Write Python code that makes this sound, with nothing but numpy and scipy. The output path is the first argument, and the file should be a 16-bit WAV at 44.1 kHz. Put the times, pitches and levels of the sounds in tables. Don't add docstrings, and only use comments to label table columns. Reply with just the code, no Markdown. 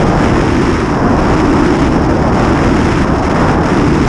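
import sys
import numpy as np
from scipy import signal
from scipy.fft import rfft, irfft, next_fast_len
from scipy.io import wavfile
from scipy.ndimage import uniform_filter1d, minimum_filter1d, map_coordinates

SR = 44100
rng = np.random.default_rng(int(sys.argv[2]) if len(sys.argv) > 2 else 0)


def dump(signal):
    limited = np.clip(np.atleast_2d(signal).T, -1, 1)
    pcm = np.round(limited * 32767).astype(np.int16)
    wavfile.write(sys.argv[1], SR, pcm)


def magnitude_from_level(level_db):
    exponent = np.asarray(level_db, float) / 20
    return 10 ** exponent


N = 180280

# (time [s], length [s], loss of buffet [dB], loss of drone [dB])
SHELTER = [(.55, .1, 1, 2.5), (.78, 0.094, 1, 5.5), (.92, 0.079, 4, 0.5), (1.6, 0.099, 2, 1),
           (1.75, 0.045, 2, -1.5), (2.05, .05, 0.5, 2), (2.27, 0.047, 1.5, 0), (3.0, 0.049, -0.5, 4),
           (3.28, .07, 2.5, 1), (3.68, 0.041, 2, 2.5), (3.9, 0.083, 0, 4.5)]


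def buffet():
    # (frequency [Hz], level [dB per Hz])
    thump_spectrum = [(12, -43), (25, -2.5), (48, -4.5), (58, -1), (69, 1.5), (84, -3.5), (120, -2.5),
                      (155, -1), (220, -5), (390, -9), (480, -11.5), (700, -37.5), (3000, -120)]
    thumps = evened(coloured(rng.standard_normal(N), thump_spectrum), hz=9.9, share=0.43)
    level_db = rocking(mean_db=-12.5, swing_db=-0.3, crest_s=-0.6, drift_db=0.2) - bells(SHELTER)
    return magnitude_from_level(level_db) * thumps


def howl():
    # (time [s], strength [dB], shedding rate [Hz])
    shedding = [(0.0, -11.5, 273.6), (0.14, -17, 248), (0.32, -13, 291.3), (0.35, -13, 266.7),
                (0.6, -13, 288.1), (0.98, -17, 276.5), (1.08, -12, 260.2), (1.22, -17, 259),
                (1.52, -11.5, 287.5), (2.4, -16.5, 268.4), (2.48, -12, 267), (2.61, -15, 271),
                (2.7, -12.5, 264.9), (3.3, -16, 291.6), (3.37, -15, 265.2), (3.63, -17.5, 251.2),
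                (3.75, -12, 280), (4.09, -12.5, 287.4)]
    shed_db, shed_hz = curves(shedding)
    slow = filtered(rng.standard_normal((2, N)), lambda hz: 1 / (1 + (hz / 80) ** 4))
    phase = 2 * np.pi * np.cumsum(1.06 * shed_hz) / SR
    band = unit(slow[0] * np.cos(phase) + slow[1] * np.sin(phase))
    level_db = -15.5 + 1.55 * (shed_db - shed_db.mean())
    return magnitude_from_level(level_db) * evened(band, hz=25, share=0.24)


def drone():
    # (frequency [Hz], level [dB per Hz])
    drone_spectrum = [(100, -120), (330, -6), (480, -1.5), (600, -0.5), (800, -1.5), (1100, -16),
                      (4000, -120)]
    air = coloured(rng.standard_normal(N), drone_spectrum)
    level_db = rocking(mean_db=-19.5, swing_db=1.8, crest_s=0, drift_db=-0.26) - bells(SHELTER, column=3)
    return magnitude_from_level(level_db) * air


def roar(burst):
    # (frequency [Hz], level [dB per Hz])
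    roar_spectrum = [(150, -120), (600, -13), (900, -0.5), (1300, -4.5), (1800, -12.5), (2600, -37),
                     (8000, -120)]
    # (time [s], length [s], gain [dB])
    gusts = [
        (.14, .07, 3),
        (1.1, .08, 1.5),
        (1.29, 0.043, 3.5),
        (2.26, .04, 1.5),
        (2.39, .06, 2.5),
        (3.43, 0.093, 3.5),
        (3.68, .05, 2.5),
    ]
    air = coloured(eddies(burst, depth_db=1.5), roar_spectrum)
    level_db = rocking(mean_db=-21.5, swing_db=0.75, crest_s=0.2, drift_db=1.14) + bells(gusts)
    return magnitude_from_level(level_db) * air


def hiss(burst, flow):
    # (frequency [Hz], level [dB per Hz])
    hiss_spectrum = [(200, -120), (600, -24), (1200, 0.5), (2000, -1), (3000, -8.5), (4300, -18),
                     (6000, -21), (16000, -120)]
    air = coloured(eddies(burst, depth_db=2.5), hiss_spectrum)
    return follow(flow, mean_db=-25.5, grows=1.6, lifts=0.7) * air


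def cavity(burst, flow):
    centre, width = 5270, 1000
    ring = lambda f: (1j * f * width / (centre ** 2 - f ** 2 + 1j * f * width)) ** 2
    ringing = unit(filtered(eddies(burst, depth_db=2.0), ring))
    return follow(flow, mean_db=-37, grows=0.56, lifts=0.85) * ringing


def fizz(burst, flow):
    # (frequency [Hz], level [dB per Hz])
    fizz_spectrum = [(1000, -120), (3200, -24), (5000, -10), (6500, 6.5), (8000, -1), (10400, -6)]
    air = coloured(eddies(burst, depth_db=3.0), fizz_spectrum)
    return follow(flow, mean_db=-40, grows=1.4, lifts=0.88) * air


def port_flow():
    # (time [s], strength [dB])
    turbulence = [(0.0, -28.5), (0.15, -31.5), (0.23, -29), (0.74, -29), (1.06, -33.5), (1.41, -28.5),
                  (1.42, -31), (1.83, -29), (2.0, -32), (2.33, -32), (2.39, -29.5), (3.03, -29),
                  (3.11, -31.5), (3.44, -29), (3.62, -30.5), (3.63, -29), (3.93, -30.5), (4.09, -29)]
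    # (time [s], length [s], depth [dB])
    lift_offs = [(.05, 0.0069, 7.5), (.15, 0.013, 0.5), (.33, 0.017, 2.5), (.6, 0.0096, 2.5),
                 (.93, 0.015, 0.5), (1.0, .015, 2), (1.07, .02, 2), (1.43, 0.013, 1.5), (1.58, .015, -0.5),
                 (1.9, .015, 2.5), (1.99, 0.021, 4.5), (2.08, 0.0069, 10), (2.13, 0.01, 4),
                 (2.19, 0.013, 2), (2.25, 0.017, 3), (2.31, 0.012, 6), (2.57, 0.036, 3), (3.062, 0.009, 7),
                 (3.12, 0.031, 4.5), (3.175, 0.0071, 3.5), (3.212, 0.0092, 8), (3.29, 0.0052, 7.5),
                 (3.335, 0.0059, 8), (3.47, 0.013, 1.5), (3.585, 0.044, 7), (3.95, 0.028, -0.5)]
    strength_db, = curves(turbulence)
    lift_db = -bells(lift_offs, edge=3.2)
    return strength_db - strength_db.mean(), lift_db


def follow(flow, mean_db, grows, lifts):
    strength_db, lift_db = flow
    return magnitude_from_level(mean_db + grows * strength_db + lifts * lift_db)


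def bursts():
    burst = 0.22 * wobble(15) + 0.34 * wobble(45) + 1.4 * wobble(160)
    burst = unit(burst + 2.15 * wobble(500) + 3.8 * wobble(1500))
    snaps = (rng.random(N) < 45 / SR) * rng.random(N)
    return burst + signal.fftconvolve(snaps, np.hanning(61), "same")


def eddies(burst, depth_db):
    return unit(magnitude_from_level(np.abs(depth_db) * burst) * rng.standard_normal(N))


def rocking(mean_db, swing_db, crest_s, drift_db):
    rock_s = 1.164
    swell = np.cos(2 * np.pi * (np.arange(N) / SR - crest_s) / rock_s)
    return mean_db + swing_db * swell + drift_db * wobble(4.97)


def bells(rows, column=2, edge=2):
    t = np.arange(N) / SR
    return sum(row[column] * np.exp(-.5 * np.abs((t - row[0]) / row[1]) ** edge) for row in rows)


def curves(rows):
    s, *cols = np.transpose(rows)
    return [np.interp(np.arange(N) / SR, s, c) for c in cols]


def wobble(rate):
    return map_coordinates(rng.standard_normal(N // 8), [np.arange(N) * rate / SR])


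def evened(x, hz, share):
    power = np.abs(filtered(x ** 2, lambda f: 1 / (1 + (f / hz) ** 2)))
    return unit(x / (power + .05) ** (share / 2))


def coloured(x, spectrum):
    return unit(filtered(x, lambda hz: magnitude_from_level(along(spectrum, hz))))


def filtered(x, response):
    m = next_fast_len(N + 8192)
    return irfft(rfft(x, m) * response(np.fft.rfftfreq(m, 1 / SR)), m)[..., :N]


def along(points, hz):
    f, v = np.transpose(points)
    return np.interp(np.log(hz + 1), np.log(f + 1), v)


def unit(x):
    return x / np.sqrt(np.mean(x ** 2) + 1e-20)


def scene():
    burst = bursts()
    flow = port_flow()
    wake = buffet() + howl() + drone()
    port = hiss(burst, flow) + cavity(burst, flow) + fizz(burst, flow)
    return (wake + roar(burst) + port)[None]


def limited(x):
    need = np.minimum(1, .93 / (np.abs(x) + 1e-9))
    gain = minimum_filter1d(need, size=41)
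    gain = uniform_filter1d(uniform_filter1d(gain, size=21), size=21)
    return gain * x


def top_cut(x):
    return signal.sosfilt(signal.butter(12, 15050, fs=SR, output="sos"), x)


def record(dry):
    # (frequency [Hz], response [dB])
    mic_response = [(10400, 0), (11200, -11), (12000, -22), (12800, -20), (13700, -15), (14500, -23),
                    (15100, -33), (16000, -70)]
    mix = filtered(limited(dry), lambda hz: magnitude_from_level(along(mic_response, hz)))
    return top_cut(mix)


dry = scene()
out = record(dry)
dump(out)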